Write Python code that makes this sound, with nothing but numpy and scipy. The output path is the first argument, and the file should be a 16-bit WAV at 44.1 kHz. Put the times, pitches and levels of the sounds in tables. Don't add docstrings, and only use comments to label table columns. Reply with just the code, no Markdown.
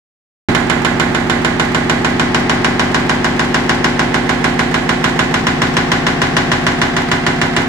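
import sys
import numpy as np
from scipy import signal
from scipy.io import wavfile

SR = 44100
rng = np.random.default_rng(int(sys.argv[2]) if len(sys.argv) > 2 else 0)


def master_out(mix):
    frames = np.transpose(np.atleast_2d(mix))
    ceiling = np.clip(frames, -1, 1)
    pcm = np.round(ceiling * 32767).astype(np.int16)
    wavfile.write(sys.argv[1], SR, pcm)


N = 338688

FIRST_BLOW_S, PERIOD_S = .5478, .14977
BLOWS_S = FIRST_BLOW_S + PERIOD_S * np.arange(-8, 49)
START_S = BLOWS_S[0]
LENGTH = round((BLOWS_S[-1] - START_S + 1) * SR)
REBOUND_S, RETURN_S, VALVE_S = .052, .0965, .1205

# pitch_hz, level_db, t60_s
SHELL_MODES = [(39.05, -28, 4.3), (60.3, -34, 1.56), (87.6, -23.5, 0.55), (104, -23.5, 3.5),
               (128.68, -23, 3.9), (149.23, -17, 3.9), (168.35, -18.5, 4.5), (168.2, -24, 0.12),
               (191.62, -20, 3.4), (218.9, -30.5, 4.4), (241.2, -16, 2.6), (257, -15, 0.097),
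               (271.47, -17.5, 3.8), (286.6, -34, 1.7), (317, -21, 0.34), (320.4, -32.5, 1.2),
               (341.5, -23.5, 2.5), (361, -33.5, 3.6), (366.2, -22.5, 1.6), (376.6, -32, 3.9),
               (417.3, -28.5, 0.54)]
# frequency_hz, t60_s
PLATE_DECAY = [(200, 0.54), (1000, 0.1), (2500, 0.63), (6000, 0.28), (14000, 0.64)]
# frequency_hz, t60_s
BAY_DECAY = [(100, 3.2), (1000, 1.6), (2500, 1.2), (6000, 0.93), (14000, 0.37)]
# frequency_hz, level_db
CLANG_SPECTRUM = [(25, -46), (70, -4.5), (150, 6), (260, 3.5), (420, 0.5), (560, -3), (1250, -6.5),
                  (2000, -3), (2600, -8), (4000, -10.5), (6500, -21), (9000, -27), (12000, -38.5),
                  (15500, -50)]
# centre_hz, width_hz, gain_db
STEEL_RESONANCES = [(385, 71, 2.5), (510, 190, -0.5), (684, 65, 4.5), (794, 212, 8.5), (1077, 210, 5),
                    (1477, 79, 5), (1673, 310, 6.5), (2070, 240, 3.5), (3000, 190, 1), (3360, 240, 0.5),
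                    (5800, 400, 3.5), (7000, 610, 6)]
# pitch_hz, level_db
PLATE_MODES = [(641, -38.5), (668, -39.5), (727, -47), (818, -37.5), (1008, -35.5), (1061, -37),
               (1128, -32.5), (1317, -38), (1357, -36.5), (1404, -39.5), (1456, -36), (1562, -39.5),
               (1707, -39), (1763, -43.5), (2003, -38), (2057, -38.5)]
# frequency_hz, level_db
AIR_SPECTRUM = [(10, -15), (40, -17), (150, -1), (400, 0.5), (1000, -1), (2500, -1.5), (5000, -14),
                (8000, -23.5), (12000, -34), (15500, -55)]
# frequency_hz, level_db
KNOCK_SPECTRUM = [(100, -17), (1000, 9), (3000, -6.5), (6000, -10), (9000, -21), (15000, -33)]
# frequency_hz, level_db
CRACK_SPECTRUM = [(100, -6), (500, -28.5), (1000, -4.5), (2000, -0.5), (3000, 1), (4200, -5), (6500, -12.5),
                  (9000, -16.5), (12000, -29.5), (15500, -34)]
# pitch_hz, level_db
STRIKER_MODES = [(2853, -45), (3040, -44.5), (3375, -50.5), (3560, -48.5), (3950, -50), (4650, -58),
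                 (5206, -52.5), (5450, -52.5), (6428, -58), (7100, -59)]
# frequency_hz, power_fraction
FRESH_SHARE = [(100, 0.02), (400, 0.17), (1500, 0), (3000, 0.22), (6500, 0.07), (12000, 0.26)]
# frequency_hz, likeness
EAR_LIKENESS = [(60, 0.5), (200, 3.5), (400, .5), (700, 0.1), (1300, 0.73), (2500, -0.3), (15000, 0.5)]
# frequency_hz, balance_db
EAR_BALANCE = [(200, -1), (550, -1), (700, -2), (1100, -1.5), (1700, -5), (2200, -3), (2900, -0.5),
               (4300, -3), (5300, 2), (7200, -7.5), (10000, -5), (15000, -8.5)]
# time_s, balance_db
DRIFT = [(0.55, -5), (2.05, -2), (2.35, 2), (3.1, 1.3), (3.85, 3), (4.25, -2), (5.2, -1), (5.45, 2.1),
         (6.3, 3), (7.6, 0.4)]


def amp(db):
    return 10 ** (np.asarray(db) / 20)


def unit_rms(x):
    return x / np.sqrt(np.mean(x ** 2) + 1e-20)


def curve_at(table, hz):
    table_hz, values = np.transpose(table)
    return np.interp(np.log(hz + 1), np.log(table_hz + 1), values)


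def add_at(mix, start_s, sound):
    part = mix[:, round((start_s - START_S) * SR):][:, :sound.shape[1]]
    part += sound[:, :part.shape[1]]


def colour(mid_side, spectrum, resonances=()):
    hz = abs(np.fft.fftfreq(4096, 1 / SR))
    peaks_db = sum(db / (1 + (2 * (hz - centre) / width) ** 2) for centre, width, db in resonances)
    balance_db = np.outer([.5, -.5], curve_at(EAR_BALANCE, hz))
    ears = amp(curve_at(spectrum, hz) + peaks_db + balance_db)
    correlation = np.clip(curve_at(EAR_LIKENESS, hz), -.9, .998)

    def filtered(x, power):
        response = np.exp(np.conj(signal.hilbert(np.log(ears * np.sqrt(power)))))
        impulse = np.fft.ifft(response).real[:, :len(hz) // 2]
        return signal.oaconvolve(x[None], impulse, axes=1)[:, :LENGTH]

    mid, side = filtered(mid_side[0], 1 + correlation), filtered(mid_side[1], 1 - correlation)
    return unit_rms(mid + np.array([[1], [-1]]) * side)


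def ring_envelope(decay_table, length_s, rise_s):
    hz, t = np.fft.rfftfreq(128, 1 / SR)[:, None], np.arange(0, length_s, 64 / SR)
    fall = np.exp(-np.log(1000) * t / curve_at(decay_table, hz))
    return fall * (1 - np.exp(-(t + 1 / SR) / rise_s))


def dense_ringing(envelope, gains, memory_s, delay_s=0):
    def complex_noise():
        return rng.standard_normal((2, *envelope.shape, 2), dtype=np.float32).view(np.complex64)[..., 0]

    hz = np.fft.rfftfreq(128, 1 / SR)
    fresh = np.clip(curve_at(FRESH_SHARE, hz), 0, 1)[:, None]
    retained = np.exp(-PERIOD_S / memory_s)
    pattern, mid_side = complex_noise(), np.zeros((2, LENGTH))
    for blow_s, gain in zip(BLOWS_S, gains):
        new = complex_noise()
        bands = envelope * (np.sqrt(1 - fresh) * pattern + np.sqrt(fresh) * new)
        _, ring = signal.istft(bands.astype(np.complex64), nperseg=128)
        add_at(mid_side, blow_s + delay_s, gain * ring)
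        pattern = retained * pattern + np.sqrt(1 - retained ** 2) * 1j * new[:, :, ::-1]
    return mid_side


def hopper_boom(force, level_db=-18.5, return_share=-0.18, ear_lag_s=0.00028):
    t = np.arange(round(1.5 * SR)) / SR
    ring, impulses = np.zeros((2, len(t))), np.zeros((2, LENGTH))
    for k, (hz, db, t60_s) in enumerate(SHELL_MODES):
        lag_s = np.array([[.5], [-.5]]) * ear_lag_s * rng.choice([-1, 1])
        fall = np.exp(-np.log(1000) * t / t60_s)
        ring += (-1) ** k * amp(db) * fall * np.sin(2 * np.pi * hz * (t - lag_s))
    for blow_s, push in zip(BLOWS_S, force):
        add_at(impulses, blow_s, np.full((2, 1), push))
        add_at(impulses, blow_s + RETURN_S, np.full((2, 1), push * return_share))
    return amp(level_db) * unit_rms(signal.oaconvolve(impulses, ring, axes=1)[:, :LENGTH])


def plate_clang(force, level_db=-18, bay_db=-3):
    plates = ring_envelope(PLATE_DECAY, length_s=.55, rise_s=0.0018)
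    bay = amp(bay_db) * ring_envelope(BAY_DECAY, length_s=.55, rise_s=0.0098)
    ringing = dense_ringing(np.hypot(plates, bay), force, memory_s=4.17)
    return amp(level_db) * colour(ringing, CLANG_SPECTRUM, STEEL_RESONANCES)


def steel_tones(modes, force, t60_s, level_db):
    t, decay = np.arange(round(.6 * SR)) / SR, np.log(1000) / t60_s
    ring, impulses = np.zeros((2, len(t))), np.zeros((2, LENGTH))
    for hz, db in modes:
        build_up = 1 / abs(1 - np.exp((2j * np.pi * hz - decay) * PERIOD_S))
        ears = amp(db + np.array([[.5], [-.5]]) * curve_at(EAR_BALANCE, hz)) / build_up
        ear_phases = 2 * np.pi * rng.random() + np.array([[1], [-1]]) * rng.choice([-1, 1]) * np.pi / 4
        ring += ears * np.exp(-decay * t) * np.sin(2 * np.pi * hz * t + ear_phases)
    for blow_s, push in zip(BLOWS_S, force):
        add_at(impulses, blow_s, np.full((2, 1), push))
    return amp(level_db) * unit_rms(signal.oaconvolve(impulses, ring, axes=1)[:, :LENGTH])


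def hiss_and_rumble(level_db=-30, surge_db=-1.5):
    strokes = np.arange(LENGTH) / SR / PERIOD_S
    surge = amp(surge_db * np.sin(2 * np.pi * strokes))
    return amp(level_db) * colour(rng.standard_normal((2, LENGTH)), AIR_SPECTRUM) * surge


def knock(delay_s, level_db, scatter_db):
    envelope = ring_envelope([(1000, 0.055), (10000, 0.077)], PERIOD_S / 3, rise_s=0.00048)
    gains = amp(scatter_db * rng.standard_normal(len(BLOWS_S)))
    ringing = dense_ringing(envelope, gains, memory_s=1, delay_s=delay_s)
    return amp(level_db) * colour(ringing, KNOCK_SPECTRUM)


def striker_crack(force, scattered_db=-25.5, snap_db=-30, rise_s=0.0004):
    scattered_envelope = ring_envelope([(1000, 0.085), (4000, 0.079), (12000, 0.045)], PERIOD_S / 2, rise_s)
    snap_envelope = ring_envelope([(1000, 0.043), (10000, 0.019)], PERIOD_S / 4, rise_s)
    scattered = dense_ringing(scattered_envelope, force, memory_s=2.7)
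    snap = dense_ringing(snap_envelope, force, memory_s=3.7)
    snap[1] *= 0.71
    burst = amp(scattered_db) * unit_rms(scattered) + amp(snap_db) * unit_rms(snap)
    return burst.std() * colour(burst, CRACK_SPECTRUM, STEEL_RESONANCES)


def drift_db(time_s):
    return np.interp(time_s, *np.transpose(DRIFT))


def panned(steel, time_s, sheen_hz=5300, width_hz=1800):
    balance_db = drift_db(time_s)
    sheen = signal.lfilter(*signal.iirpeak(sheen_hz, sheen_hz / width_hz, fs=SR), steel)
    brightened = steel + sheen * (amp(0.44 * balance_db) - 1)
    return brightened * amp(np.outer([.5, -.5], balance_db))


def blow_hardness_db(soften_at_s=4.07, soften_db=-2.2, recover_s=.4, scatter_db=.5):
    dip_db = soften_db * (BLOWS_S > soften_at_s) * np.exp(-abs(BLOWS_S - soften_at_s) / recover_s)
    chance_db = scatter_db * rng.standard_normal(len(BLOWS_S))
    return -0.8 + .13 * drift_db(BLOWS_S) + dip_db + chance_db


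def hammering(force):
    hardness_db = blow_hardness_db()
    on_plates, on_striker = force * amp(.6 * hardness_db), force * amp(1.4 * hardness_db)
    steel = plate_clang(on_plates)
    steel += steel_tones(PLATE_MODES, on_plates, t60_s=0.32, level_db=-25)
    steel += striker_crack(on_striker)
    steel += steel_tones(STRIKER_MODES, on_striker, t60_s=0.19, level_db=-34.5)
    steel += knock(REBOUND_S, level_db=-38.5, scatter_db=4)
    steel += knock(RETURN_S, level_db=-44.5, scatter_db=3.5)
    return steel + knock(VALVE_S, level_db=-40, scatter_db=3)


def deepened(boom, time_s, span_s=(4.4, 5.0), throb_hz=(135, 205)):
    throb = signal.sosfiltfilt(signal.butter(3, throb_hz, "bandpass", fs=SR, output="sos"), boom)
    throb_db = np.interp(time_s, span_s, [-1.6, .8])
    rest_db = np.interp(time_s, span_s, [.1, -1])
    return throb * amp(throb_db) + (boom - throb) * amp(rest_db)


def onset_and_skip(mix, onset_s=.486, accent_db=6.5, settle_s=.033, skip_at_s=5.42, skip_s=.0228):
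    t, zero = np.arange(N) / SR, round(-START_S * SR)
    on_beat, ahead = mix[:, zero:][:, :N], mix[:, zero + round(skip_s * SR):][:, :N]
    crossfade = np.clip((t - skip_at_s) / .004, 0, 1)
    joined = (1 - crossfade) * on_beat + crossfade * ahead
    age_s = np.maximum(t - onset_s, 0)
    attack = np.minimum(age_s / 0.00055, 1)
    return joined * attack * amp(accent_db * np.exp(-age_s / settle_s))


def scene():
    time_s = START_S + np.arange(LENGTH) / SR
    force = amp(0.36 * rng.standard_normal(len(BLOWS_S)))
    steel = panned(hammering(force), time_s)
    boom = deepened(hopper_boom(force), time_s)
    return onset_and_skip(steel + boom + hiss_and_rumble())


def record(dry, low_hz=22, high_hz=15600):
    heard = signal.sosfilt(signal.butter(2, low_hz, "highpass", fs=SR, output="sos"), dry)
    rounded = heard / (1 + heard ** 6) ** (1 / 6)
    lowpass = signal.firwin(255, high_hz, window=("kaiser", 9), fs=SR)
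    return signal.oaconvolve(rounded, lowpass[None], "same")


dry = scene()
out = record(dry)
master_out(out)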